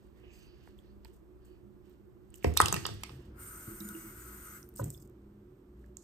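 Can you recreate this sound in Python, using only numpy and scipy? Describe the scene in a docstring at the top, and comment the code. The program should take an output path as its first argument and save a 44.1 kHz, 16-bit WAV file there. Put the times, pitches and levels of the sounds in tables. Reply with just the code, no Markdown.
"""Tube dropped in a bathroom

A small hard bathroom with a humming fan, heard through the two ports of a microphone. Fingers rustle and tick on
a plastic tube: grains and gliding bands of noise, short pings. The tube drops on the stone counter and clatters to
rest: bursts of force ring its modes over low booms. A tap runs for a moment as coloured noise into a drain that
gulps on two tones; it is shut and drips, and a brush meets the teeth in bright grains."""
import sys
import numpy as np
from scipy import signal
from scipy.fft import rfft, irfft
from scipy.io import wavfile

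SR = 44100
rng = np.random.default_rng(int(sys.argv[2]) if len(sys.argv) > 2 else 0)


def wav_record(signal):
    """Record a signal, one row per channel, as 16-bit PCM in the file named by sys.argv[1]."""
    frames = np.transpose(np.atleast_2d(signal))
    bounded = np.clip(frames, -1, 1)
    # unit amplitude maps onto the largest positive 16-bit level
    quanta = np.round(bounded * 32767).astype(np.int16)
    wavfile.write(sys.argv[1], SR, quanta)


N = 265923
HZ = np.maximum(np.fft.rfftfreq(N, 1 / SR), 1)
TIME = np.arange(N) / SR

# In all spectra and mode lists the levels are relative to each other unless noted.
# broad fan air: pitch_hz, density_db (per Hz)
FAN_AIR = [(35, 4), (55, -7.5), (120, -9), (160, -14), (205, -16), (260, -15.5), (340, -9), (420, -16.5),
           (560, -25.5), (820, -29.5), (1200, -30), (2000, -40.5), (6000, -53.5), (9000, -74.5)]
# loudness of the fan air: start_s, level_db
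FAN_AIR_LEVEL = [(0, -53.5), (2.4, -54.5), (3.2, -50.5), (6.03, -54.5)]
# wavering fan lines: pitch_hz, width_hz, level_db
FAN_HUM = [(60, 2.416, -60.5), (123, 3, -70), (204.6, 8, -67), (362.7, 19, -63.5), (588, 6.6, -81)]
# how the ports hear the fan, rustles, brush and hiss, three lists:
# pitch_hz, left_right_db / pitch_hz, likeness (0 to 1) / pitch_hz, left_lead_rad
AIR_PORTS = ([(60, -1), (150, -6), (350, -8), (650, -1), (1400, -5), (3200, -9), (7000, -4), (13000, 0)],
             [(60, .85), (150, .6), (350, .7), (700, .4), (1400, .2), (3000, .3), (7000, .5), (13000, .5)],
             [(50, -1.3), (200, -1.1), (350, -.2), (700, -.6), (1400, .8), (3000, 2.8), (7000, -.3),
             (13000, 1.1)])

# rustles and rubs of hands and tube, and fizz after bright ticks: start_s, length_s, cloth_db, rub_db
RUSTLES_AND_RUBS = [(0.0, 0.07, -86, -80), (0.166, 0.037, -83.5, -78), (0.26, 0.21, -102, -78),
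                    (0.324, 0.11, -74.5, -77.5), (0.543, 0.15, -96, -75.5), (0.63, 0.063, -81, -78),
                    (0.784, .005, -79.5, -80), (0.85, 0.055, -99, -79), (1.057, 0.021, -77, -73),
                    (1.129, 0.022, -74, -87), (1.452, 0.023, -77, -87), (1.423, 0.13, -104, -84),
                    (1.855, 0.083, -87, -78), (2.226, 0.13, -92, -88), (2.342, 0.034, -65.5, -75),
                    (2.436, 0.037, -57.5, -65.5), (2.547, 0.37, -65, -60), (2.72, 0.056, -58, -56.5),
                    (2.844, 0.11, -71, -65.5), (3.006, 0.088, -68.5, -64), (3.115, 0.15, -79, -72),
                    (4.759, 0.037, -58, -76), (4.805, 0.031, -76, -74), (4.837, 0.03, -57, -98),
                    (4.9, 0.043, -59.5, -98.5), (4.982, 0.037, -70.5, -103), (5.772, 0.096, -84.5, -84.5)]
# spectrum of the cloth-like rustle: pitch_hz, density_db (per Hz)
CLOTH_SPECTRUM = [(2940, -31), (5000, -16), (5460, -13), (7860, -3), (9320, -5.5), (10100, -25), (13600, 0),
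                  (16000, -28)]
# tube wall under a finger: pitch_hz, width_hz, level_db
RUBBED_WALL = [(1720, 760, 4.5), (2820, 760, 2.5), (3500, 960, -2.5), (4600, 2400, 1.5), (6300, 1100, -8.5)]
CLOTH_RISE_DB_PER_S, CLOTH_FALL_DB_PER_S = 3000, 299.5
RUB_RISE_DB_PER_S, RUB_FALL_DB_PER_S = 403.5, 197.5
# a finger sliding along the tube wakes one band of its wall: start_s, length_s, from_hz, to_hz, level_db
FINGER_SLIDES = [(0.173, .05, 1900, 1900, -77.5), (0.238, .07, 2776, 2665, -70),
                 (0.306, 0.21, 2540, 2785, -72.5), (.32, 0.12, 6400, 6200, -78),
                 (0.327, 0.025, 7500, 7600, -77), (0.341, 0.18, 4780, 4600, -74.5),
                 (.36, .015, 7400, 8000, -87), (.55, .15, 4700, 4400, -87), (0.858, 0.05, 4230, 4500, -84),
                 (1.06, 0.031, 2960, 2800, -90), (1.435, 0.11, 4500, 4600, -86),
                 (1.471, 0.097, 2830, 2730, -81.5)]
SLIDE_WIDTH_HZ = 330

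# dull thuds through the counter: start_s, boom_db, boom_hz, knock_db, decay_s
COUNTER_THUDS = [(0.236, -37, 60, -57, 0.014), (2.445, -16, 75.4, -21, 0.035),
                 (2.502, -33, 151, -69, 0.015), (2.602, -40.5, 338, -27, 0.12),
                 (2.612, -22.5, 71.5, -55, 0.029), (2.682, -35.5, 133, -39, 0.024),
                 (2.726, -27, 174, -34.5, 0.02), (2.758, -38, 127.4, -39.5, 0.079),
                 (2.852, -43.5, 338, -43.5, 0.0292), (2.889, -33, 100, -45.5, 0.041),
                 (3.103, -43.5, 130.2, -52.5, 0.09), (3.249, -46.5, 71.4, -74, 0.04),
                 (3.36, -45.5, 60, -64.5, 0.035), (3.668, -34, 123, -64, 0.016),
                 (4.06, -45, 120.4, -75, 0.024), (4.775, -45, 334, -70, 0.012),
                 (4.798, -27.5, 119, -67, 0.043), (4.814, -39, 258, -42, 0.035),
                 (4.857, -38.5, 147.7, -54, 0.029)]
# modes of the counter top: pitch_hz, level_db, t60_s
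COUNTER_MODES = [(374, -20.5, 0.021), (407, -4, 0.11), (490, 7.5, 0.022), (693.4, -6.5, 0.067),
                 (910, -5, 0.017), (1560, -13, 0.038), (1900, -15, 0.04)]
# loose things shaking with each boom: pitch_hz, density_db (per Hz)
RUMBLE_SPECTRUM = [(40, -16.5), (80, 6.5), (250, -4.5), (400, -8.5), (700, -30.5), (2500, -38.5),
                   (6000, -60)]
RUMBLE_DB = -6.5  # rms beside a boom tone of height 1
BOOM_LAG_S = .006  # the boom begins this long after the listed time of the thud
BOOM_SWELL_CYCLES, BOOM_FALL_POWER = 1.3, 1.2  # a power above 1: the boom holds, then drops

# small ticks of fingers, drops and brush: start_s, peak_db, pitch_hz, treble_edge_db (beside the ping), ring_cycles
SMALL_TICKS = [(0.676, -47.5, 836, -30, 2.7), (0.675, -54, 1900, -30, 3.5), (0.7888, -60.5, 3380, -10, 18),
               (1.048, -54, 4600, -3, 10.6), (1.048, -53.5, 8000, -27, 30), (1.049, -56.5, 910, -28, 16),
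               (1.4494, -59, 8400, -11, 9.4), (1.05, -51, 2310, -30, 2.5), (1.056, -51.5, 2800, -20, 3.8),
               (1.897, -64, 7000, 3, 1.4), (2.304, -53.5, 8400, -14, 16), (2.3421, -41.5, 8000, -12, 11),
               (2.342, -54.5, 2970, -28, 12), (2.427, -49.5, 2550, -22, 6.3), (2.5394, -37, 7590, -12, 4.6),
               (3.8072, -51.5, 3840, 7, 27), (3.889, -58.5, 3800, -20, 18), (3.804, -47, 5700, 3, 10),
               (3.8888, -34.5, 8000, 2, 8.5), (3.951, -55, 2730, -5, 26), (4.629, -51, 5900, -15, 11),
               (4.69, -52.5, 9080, 10.5, 5), (4.74, -57.5, 8580, 1, 8.4), (4.7616, -37.5, 8860, -3, 25),
               (4.771, -42, 8350, -9, 9.9), (4.772, -59, 5100, -20, 13), (4.786, -60.5, 6100, -20, 12),
               (4.823, -62.5, 3960, -18, 18), (4.8424, -31, 7980, -5, 17), (4.9037, -31.5, 8120, -8, 11),
               (4.9462, -57, 3500, -10, 26), (4.977, -61.5, 5200, 6.5, 19), (5.024, -68, 5050, -17, 16),
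               (5.0756, -57, 7890, -3, 7.5), (5.098, -63, 8000, 2, 5.9), (5.842, -60.5, 1714, -21, 7.9),
               (5.8622, -63, 7460, -2, 5), (5.9698, -36, 7140, -15, 16)]
# side a tick is heard on, by pitch: pitch_hz, left_right_db
TICK_PAN = [(800, -8), (1800, -15), (3500, -19.5), (5200, -25), (7000, -15), (9000, 3)]
TICK_EDGE_HZ = 13500

# tube on the counter, force felt by each part and the pitch each spot favours:
# start_s, body_db, wall_db, cap_db, wall_hz, cap_hz
TUBE_BOUNCES = [(2.442, -51.5, -44.5, -48.5, 2200, 5900), (2.5674, -23, -66, -55.5, 3200, 6600),
                (2.571, -36.5, -38, -27, 3700, 5700), (2.6005, -4, -43, -38.5, 2200, 8000),
                (2.6119, -44.5, -52, -32.5, 5150, 8000), (2.617, -46, -48.5, -49.5, 3650, 7300),
                (2.618, -48, -57.5, -43.5, 4470, 6610), (2.656, -55.5, -44.5, -35, 2730, 5900),
                (2.681, -41, -45.5, -38, 3670, 6300), (2.7242, -21, -53, -36.5, 3950, 6860),
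                (2.7399, -28, -49, -37, 2727, 5900), (2.762, -37, -48.5, -54.5, 2400, 8300),
                (2.851, -27, -40, -63, 3240, 6300), (2.863, -29.5, -88, -41.5, 2205, 6370),
                (2.887, -37.5, -103, -67, 2200, 6600), (3.033, -33, -50, -46.5, 2170, 5960),
                (3.092, -43, -64, -88, 3180, 6580)]
# modes of the tube's body, then wall, then cap: pitch_hz, level_db, t60_s
TUBE_BODY = [(900, -19, 0.035), (1115, -1, 0.009), (1180, -8.5, 0.00077), (1264, -10, 0.027),
             (1510, -10, 0.013), (1840, -8, 0.013)]
TUBE_WALL = [(2200, -5, 0.0044), (2730, -2, 0.006), (3200, 0.5, 0.0039), (3650, -1.5, 0.0056),
             (4400, -1, 0.0047), (5150, 3, 0.0055)]
TUBE_CAP = [(5900, -8, .003), (6600, -5, 0.002), (7300, -3.5, 0.0033), (8000, 1, 0.0029),
            (9170, 2.5, 0.0027), (11400, -1.5, .002), (13600, 1.5, .002), (15200, -9, .002)]
RING_DELAY_S = .0015  # the ringing of a blow begins this long after its listed time
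FAVOUR_DB, FAVOUR_OCTAVES = 11.5, 0.39  # lift of the modes near a favoured pitch
CHATTER_DECAY_S = .002
FIRST_TOUCH, LATER_TOUCHES = 1.9, .9  # sizes within the chatter of one bounce
# the tube shivers against the stone between bounces: start_s, length_s, level_db
TUBE_SHIVERS = [(2.474, 0.043, -61), (2.567, .05, -49), (2.63, 0.087, -56.5), (2.732, .04, -54.5),
                (2.854, .04, -65), (3.03, 0.02, -72)]
SHIVERS_PER_S, SHIVER_FALL_DB_PER_S = 300, 250.5
# how the ports hear the blows, two lists: pitch_hz, left_right_db / pitch_hz, left_lead_rad
HIT_PORTS = ([(60, 0), (150, -1), (350, 0), (650, 0), (1300, 2), (2200, -6), (4000, -11), (8000, -2),
             (13000, 0)], [(60, -.5), (150, -1.4), (690, -2.0), (1200, .3), (1550, .8), (2150, -2.4),
             (2500, -2.3), (5000, 4.7), (6500, 5.8), (8000, 7.6), (11200, 10.4), (13600, 14.5),
             (16000, 16)])

# water on the basin: pitch_hz, density_db (per Hz)
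BASIN_SPECTRUM = [(350, -66), (600, -39.5), (650, -29), (910, -13.5), (1460, 0.5), (1790, -13),
                  (2110, -12.5), (3440, -25.5), (3730, -32), (5000, -21), (6500, -57), (11000, -120)]
# hiss of the aerator: pitch_hz, density_db (per Hz)
AERATOR_SPECTRUM = [(3000, -17.5), (4600, -16.5), (6900, -7.5), (8000, -4.5), (9500, 4), (10300, -68),
                    (11200, -2.5), (13600, -0.5), (14800, -1.5), (15800, -22), (16400, -28)]
# the tap's narrow wavering resonances: pitch_hz, width_hz, level_db
TAP_WHISTLES = [(1000, 32, -78), (1307, 25, -67.5), (1440, 60, -67.5), (1935, 46, -73), (2145, 40, -72.5),
                (2800, 23, -80.5), (6100, 49, -74), (6800, 70, -71.5), (7440, 50, -76), (8070, 71, -66.5),
                (8370, 29, -67.5), (9160, 51, -65), (12230, 92, -72), (13100, 72, -65), (13700, 110, -74)]
# how the ports hear the tap, three lists:
# pitch_hz, left_right_db / pitch_hz, likeness (0 to 1) / pitch_hz, left_lead_rad
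TAP_PORTS = ([(60, 6), (130, 14), (290, 45), (640, -4), (1410, 9.5), (3100, -2.5), (6820, -4), (15000, 2)],
              [(700, 0.16), (1400, 0.054), (3000, 0.084), (7000, 0.23), (13000, 0.63)], [(700, -4.5),
              (1400, 1.93), (7000, 1.24), (13000, 0)])
TAP_OPEN_S, TAP_SHUT_S = 3.40, 4.576  # fully open from, until
WATER_DB, WATER_SWELL_DB_PER_S, WATER_FALL_DB_PER_S = -57.5, 218.5, 160
AERATOR_DB, AERATOR_SWELL_DB_PER_S, AERATOR_FALL_DB_PER_S = -53, 622, 165  # level as the tap is fully open
AERATOR_SAG_DB_PER_S = 1
WHISTLE_FALL_DB_PER_S, WHISTLE_FLICKER_DB = 350, 4
WHISTLE_WANDER, WHISTLE_SAG_PER_S = 0.0091, .015  # shares of pitch

# gulps of the drain as water first reaches it: start_s, length_s, low_tone_db, high_tone_db
DRAIN_GULPS = [(3.663, 0.069, -52, -52.5), (3.8, 0.0043, -42.5, -43.5), (3.842, 0.062, -45.5, -58),
               (3.943, 0.0027, -70, -39), (4.02, 0.033, -54.5, -53)]
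DRAIN_LOW_HZ, DRAIN_HIGH_HZ = 209, 335
GULP_RISE_S, GULP_FALL_DB_PER_S = .01, 400  # the rise covers 20 dB

# modes of the tap handle: pitch_hz, level_db, t60_s
HANDLE_MODES = [(334, -3, 0.025), (551, 5.5, 0.027), (997, -2.5, 0.025), (1260, -3, 0.012),
                (1485, -7, 0.02)]
HANDLE_STOP_S, HANDLE_STOP_DB = 4.794, -36.5  # the handle meets its stop

# bands of the bristles: pitch_hz, width_hz, level_db
BRISTLE_BANDS = [(4500, 1200, -13), (6800, 1600, 1), (8300, 1250, -6), (11670, 1500, -10)]
BRUSH_S, BRUSH_DB = 5.972, -66  # bristles start to scrub

# tails of the bathroom: pitch_hz, t60_s, level_db
ROOM_TAILS = [(100, 0.8, -9), (376, 0.54, -9.5), (1300, 0.21, -5.5), (3500, 0.33, -4), (8000, 0.48, -12),
              (13000, 0.274, -32.5)]
TICK_WET_DB = -8  # send of ticks and handle to the room

# steady microphone hiss: pitch_hz, density_db (per Hz)
MIC_HISS = [(2350, -35.5), (4000, -18), (8650, -4.5), (10600, -23), (11300, -11), (13700, 1),
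            (15100, -16.5), (16000, -28)]
MIC_HISS_DB = -85
MONO_FROM_S, MONO_BELOW_HZ = 3.0, 342
BASS_CUT_HZ, CUTOFF_HZ = 42, 16900


def from_db(db):
    """Amplitude ratio of a level in dB."""
    return 10 ** (np.asarray(db) / 20)


def rms_one(x):
    """The same sound at rms 1."""
    return x / np.sqrt(np.mean(x ** 2) + 1e-20)


def at_hz(points, hz=HZ, axis=1):
    """A column joined by straight lines over log frequency."""
    points = np.array(points)
    return np.interp(np.log(hz), np.log(points[:, 0]), points[:, axis])


def drift(rate_hz):
    """Slow chance of spread 1; slow rates are drawn at every 16th sample."""
    step = 16 if rate_hz < 60 else 1
    r = np.exp(-2 * np.pi * rate_hz * step / SR)
    noise = rng.standard_normal((N + SR) // step + 2)
    slow = signal.lfilter([1], [1, -2 * r, r * r], noise)[SR // step:]  # the filter's start-up is dropped
    return np.interp(np.arange(N) / step, np.arange(len(slow)), rms_one(slow))


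def hold(start, length, rise_db_per_s, fall_db_per_s):
    """Gain that swells up to the start, holds and dies away; silent below -60 dB."""
    rise_db = rise_db_per_s * (TIME - start)
    fall_db = fall_db_per_s * (start + length - TIME)
    db = np.minimum(0, np.minimum(rise_db, fall_db))
    gain, heard = np.zeros(N), db > -60
    gain[heard] = from_db(db[heard])
    return gain


def ring(clicks, hz, t60):
    """A unit click sets a sine of starting height 1 ringing, down 60 dB after t60 seconds."""
    r, w = from_db(-60 / (t60 * SR)), 2 * np.pi * hz / SR
    return signal.lfilter([0, np.sin(w)], [1, -2 * r * np.cos(w), r * r], clicks + 1e-18)


def double_ring(force, hz, t60):
    """Twice through one resonance: a soft, compact ping that swells before it dies; peak 1."""
    ping = ring(ring(force, hz, t60), hz, t60)
    return ping / np.abs(ping).max()


def humps(peaks):
    """Gain over frequency of a sum of resonances, whose total levels stand as listed."""
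    return np.sqrt(sum(from_db(2 * db) / width / (1 + (2 * (HZ - hz) / width) ** 2) ** 2
                       for hz, width, db in peaks))


def at_ports(x, balance, lead):
    """One sound as the left and right port hear it, apart in level and phase."""
    tilt = from_db(at_hz(balance) / 2) * np.exp(.5j * at_hz(lead))
    return irfft(rfft(x) * np.array([tilt, 1 / tilt]), N)


def port_noise(gain, ports, source=None):
    """Coloured noise, partly shared by the ports; rms 1."""
    balance, likeness, lead = ports
    shared = rng.standard_normal(N) if source is None else source
    alike = np.clip(at_hz(likeness), 0, 1)
    tilt = from_db(np.outer([.5, -.5], at_hz(balance)))
    own = rfft(rng.standard_normal((2, N))) * np.sqrt(1 - alike) * tilt
    common = np.sqrt(alike) * rfft(at_ports(shared, balance, lead))
    return rms_one(irfft(gain * (common + own), N))


def band_noise(hz, width_hz):
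    """A narrow band of noise around a centre that may move."""
    turn = 2 * np.pi * np.cumsum(hz * np.ones(N)) / SR
    return drift(width_hz) * np.cos(turn) + drift(width_hz) * np.sin(turn)


def grains(per_s, spread_db):
    """Random clicks of uneven size; rms 1."""
    sizes = from_db(spread_db * np.minimum(rng.exponential(1, N), 5)) * rng.choice([-1, 1], N)
    return rms_one(sizes * (rng.random(N) < per_s / SR))


def strike(modes, times, levels_db, contacts, favoured_hz=None):
    """Each contact, a short burst of force, rings every mode with a strength of its own."""
    out, luck_db = np.zeros(N), rng.normal(0, 1.2, (len(times), len(modes)))
    if favoured_hz is not None:
        octaves = np.log2(np.array(modes)[:, 0] / favoured_hz[:, None])
        luck_db = luck_db + FAVOUR_DB * np.exp(-(octaves / FAVOUR_OCTAVES) ** 2)
    for k, (hz, db, t60) in enumerate(modes):
        force = np.zeros(N)
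        for s, level_db, contact, chance_db in zip(times, levels_db, contacts, luck_db[:, k]):
            i = round((s + RING_DELAY_S) * SR)
            force[i:i + len(contact)] += from_db(level_db + db + chance_db) * contact[:N - i]
        sign = 1 if favoured_hz is None else (-1) ** k  # neighbouring modes of wall and cap in opposite sense
        out += sign * ring(force, hz, t60)
    return out


def fan():
    """Broad air noise and hum lines that waver because each is a narrow band of noise."""
    hum_level = np.sqrt(np.sum(from_db(2 * np.array(FAN_HUM)[:, 2])))
    hum = hum_level * port_noise(humps(FAN_HUM), AIR_PORTS)
    air_db = np.interp(TIME, *np.transpose(FAN_AIR_LEVEL))
    return from_db(air_db) * port_noise(from_db(at_hz(FAN_AIR)), AIR_PORTS) + hum


def rustle():
    """Dense soft grains for rustle, rattle and fizz, and a dull rub coloured by the tube wall."""
    cloth_gain = sum(from_db(db) * hold(s, length, CLOTH_RISE_DB_PER_S, CLOTH_FALL_DB_PER_S)
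                     for s, length, db, _ in RUSTLES_AND_RUBS)
    rub_gain = sum(from_db(db) * hold(s, length, RUB_RISE_DB_PER_S, RUB_FALL_DB_PER_S)
                   for s, length, _, db in RUSTLES_AND_RUBS)
    flutter = from_db(3.9 * drift(54))
    cloth = port_noise(from_db(at_hz(CLOTH_SPECTRUM)), AIR_PORTS, grains(4100, 1.5))
    rub = port_noise(humps(RUBBED_WALL), AIR_PORTS, grains(2500, 4.0))
    return cloth_gain * flutter * cloth + at_ports(slides(), *AIR_PORTS[::2]) + rub_gain * rub


def slides():
    """A finger along the wall: a soft band of noise that glides while the finger moves."""
    out = np.zeros(N)
    for s, length, from_hz, to_hz, db in FINGER_SLIDES:
        glide_hz = np.interp(TIME, [s, s + length], [from_hz, to_hz])
        gain = from_db(db) * hold(s, length, RUB_RISE_DB_PER_S, RUB_FALL_DB_PER_S)
        out += gain * band_noise(glide_hz, SLIDE_WIDTH_HZ)
    return out


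def thuds():
    """A low, lumpy boom that swells and dies, a rumble along with it and a knock of the counter top."""
    s, boom_db, hz, knock_db, decay_s = np.transpose(COUNTER_THUDS)
    shaking = rfft(grains(1200, 2.0)) * from_db(at_hz(RUMBLE_SPECTRUM))
    rumble = from_db(RUMBLE_DB) * rms_one(irfft(shaking, N))
    booms = np.zeros(N)
    for start, level_db, boom_hz, fall_s in zip(s, boom_db, hz, decay_s):
        t = np.maximum(TIME - start - BOOM_LAG_S, 0)
        swell = 1 - np.exp(-t * boom_hz / BOOM_SWELL_CYCLES)
        fall = np.exp(-(t / max(fall_s, .005)) ** BOOM_FALL_POWER)
        booms += from_db(level_db) * swell * fall * (np.sin(2 * np.pi * boom_hz * t) + rumble)
    contact = np.hanning(20) / 10
    knocks = strike(COUNTER_MODES, s, knock_db, [contact] * len(s))
    lumps = from_db(1.0 * drift(40))
    return booms * lumps + knocks


def ticks():
    """A short ping that swells and dies on its own pitch, with a bright edge, placed left or right."""
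    out, t = np.zeros((2, N)), np.arange(900) / SR
    chatter = rng.standard_normal((len(SMALL_TICKS), 900)) * np.exp(-t / 0.004) * 0.035
    chatter[:, 0] = 1  # the first touch
    for (s, peak_db, hz, edge_db, cycles), force in zip(SMALL_TICKS, chatter):
        ping = double_ring(force, hz, max(cycles, 1) / hz)
        ping = ping + from_db(edge_db) * double_ring(force, TICK_EDGE_HZ, 0.0013)
        sides_db = peak_db + np.array([[.5], [-.5]]) * at_hz(TICK_PAN, hz)
        i = round(s * SR)
        out[:, i:i + 900] += (from_db(sides_db) * ping)[:, :N - i]
    return out


def clatter():
    """Each bounce flexes the body to and fro; wall and cap feel a swelling, dying chatter of small touches."""
    s, body_db, wall_db, cap_db, wall_hz, cap_hz = np.transpose(TUBE_BOUNCES)
    t = np.arange(600) / SR
    envelope = np.exp(-t / CHATTER_DECAY_S) * (1 - np.exp(-t / 0.00014))
    chatter = LATER_TOUCHES * rng.standard_normal((len(s), 600)) * envelope + FIRST_TOUCH * (t == 0)
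    flex = np.hanning(60) * np.sin(2 * np.pi * 1200 * t[:60]) / 15
    body = strike(TUBE_BODY, s, body_db, [flex] * len(s))
    wall = strike(TUBE_WALL, s, wall_db, chatter, wall_hz)
    cap = strike(TUBE_CAP, s, cap_db, chatter, cap_hz)
    return body + wall + cap


def shivers():
    """Sparse uneven touches against the stone, each dealt to one mode of the tube."""
    modes = TUBE_BODY + TUBE_WALL + TUBE_CAP[:5]
    touches, dealt = grains(SHIVERS_PER_S, 7.1), rng.integers(0, len(modes), N)
    rings = rms_one(sum(from_db(db) * ring(touches * (dealt == k), hz, t60)
                        for k, (hz, db, t60) in enumerate(modes)))
    gain = sum(from_db(db) * hold(s, length, CLOTH_RISE_DB_PER_S, SHIVER_FALL_DB_PER_S)
               for s, length, db in TUBE_SHIVERS)
    return rings * gain


def tap():
    """Water patters on the basin; the aerator hisses in patches that come and go, with faint whistles."""
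    running = TAP_SHUT_S - TAP_OPEN_S
    water_gain = from_db(WATER_DB) * hold(TAP_OPEN_S, running, WATER_SWELL_DB_PER_S, WATER_FALL_DB_PER_S)
    aerator_db = AERATOR_DB - AERATOR_SAG_DB_PER_S * (TIME - TAP_OPEN_S)
    aerator_gain = from_db(aerator_db) * hold(TAP_OPEN_S, running, AERATOR_SWELL_DB_PER_S, AERATOR_FALL_DB_PER_S)
    whistle_gain = hold(TAP_OPEN_S, running, AERATOR_SWELL_DB_PER_S, WHISTLE_FALL_DB_PER_S)
    patter = port_noise(from_db(at_hz(BASIN_SPECTRUM)), TAP_PORTS, grains(3300, 3.0))
    spectrum = rfft(port_noise(from_db(at_hz(AERATOR_SPECTRUM)), TAP_PORTS))
    ridges = whistle_gain * at_ports(whistles(), *TAP_PORTS[::2])
    # each of ten bands of the hiss flickers by itself
    band = np.digitize(HZ, np.geomspace(5000, 15000, 9))
    hiss = sum(irfft(spectrum * (band == k), N) * from_db(1.2 * drift(2.5)) for k in range(10))
    unsteady = from_db(.6 * drift(12.5))
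    return unsteady * (water_gain * patter + aerator_gain * hiss + ridges)


def whistles():
    """Narrow resonances that wander and sink in pitch, and come and go."""
    sag = 1 - WHISTLE_SAG_PER_S * (TIME - (TAP_OPEN_S + TAP_SHUT_S) / 2)
    out = np.zeros(N)
    for hz, width_hz, db in TAP_WHISTLES:
        level = from_db(db + WHISTLE_FLICKER_DB * drift(5.0))
        out += level * band_noise(hz * (sag + WHISTLE_WANDER * drift(1.6)), width_hz)
    return out


def drain():
    """Each gulp sounds the two tones of the drain pipe, unsteady in level and pitch."""
    out = np.zeros(N)
    tones = []
    for hz in (DRAIN_LOW_HZ, DRAIN_HIGH_HZ):
        phase = 2 * np.pi * np.cumsum(hz * (1 + .015 * drift(15))) / SR
        tones.append(from_db(2.0 * drift(25)) * np.sin(phase))
    low, high = tones
    for s, length, low_db, high_db in DRAIN_GULPS:
        gulp = hold(s + GULP_RISE_S, length, 20 / GULP_RISE_S, GULP_FALL_DB_PER_S)
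        out += gulp * np.sqrt(2) * (from_db(low_db) * low + from_db(high_db) * high)
    return out


def handle():
    """The tap handle is pressed into its stop: every mode swells over a few cycles and is damped by the hand."""
    press = np.zeros(N)
    press[round(HANDLE_STOP_S * SR)] = 1
    return sum(from_db(HANDLE_STOP_DB + db + 1.0 * rng.standard_normal()) * double_ring(press, hz, t60)
               for hz, db, t60 in HANDLE_MODES)


def brush():
    """Bristles flick over the teeth as dense bright grains."""
    stroke = from_db(BRUSH_DB) * hold(BRUSH_S, 1, CLOTH_RISE_DB_PER_S, CLOTH_FALL_DB_PER_S)
    return stroke * port_noise(humps(BRISTLE_BANDS), AIR_PORTS, grains(2500, 3.5))


def bathroom(x):
    """Hard walls answer with tails of noise that die band by band, unlike in the two ports."""
    t, tail = np.arange(SR // 2) / SR, 0
    edges = 45 * 2 ** np.arange(0, 9.0)  # octaves
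    for low, high in zip(edges, np.minimum(edges * 2, .45 * SR)):
        hz = np.sqrt(low * high)
        octave = signal.butter(2, [low, high], "band", fs=SR, output="sos")
        band = signal.sosfilt(octave, rng.standard_normal((2, len(t))))
        fade = from_db(-60 * t / at_hz(ROOM_TAILS, hz)) * (1 - np.exp(-t / 0.0004))
        level = from_db(at_hz(ROOM_TAILS, hz, axis=2)) / np.sqrt(np.sum(fade ** 2))
        tail = tail + band * fade * level
    return signal.fftconvolve(x, tail, axes=1)[:, :N]


def scene():
    """Blows and pings sound direct and through the room; tap, rustle, brush and fan sound direct only."""
    blows = at_ports(clatter() + shivers() + thuds() + drain(), *HIT_PORTS)
    pings = ticks() + at_ports(handle(), *HIT_PORTS)
    room = bathroom(blows + from_db(TICK_WET_DB) * pings)
    return blows + pings + room + tap() + rustle() + brush() + fan()


def record(dry):
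    """The microphone adds a steady hiss; the bass turns mono part way through; deep bass and the top are cut."""
    left, right = dry + from_db(MIC_HISS_DB) * port_noise(from_db(at_hz(MIC_HISS)), AIR_PORTS)
    low_apart = irfft(rfft(left - right) / (1 + (HZ / MONO_BELOW_HZ) ** 6), N)
    mono = np.clip((TIME - MONO_FROM_S) / 0.018, 0, 1)
    left = left - mono * low_apart  # the left bass becomes that of the right
    bass_cut = signal.butter(6, BASS_CUT_HZ, "high", fs=SR, output="sos")
    top_cut = signal.cheby2(12, 70, CUTOFF_HZ, fs=SR, output="sos")
    return signal.sosfilt(top_cut, signal.sosfilt(bass_cut, np.array([left, right])))


dry = scene()
out = record(dry)
wav_record(out)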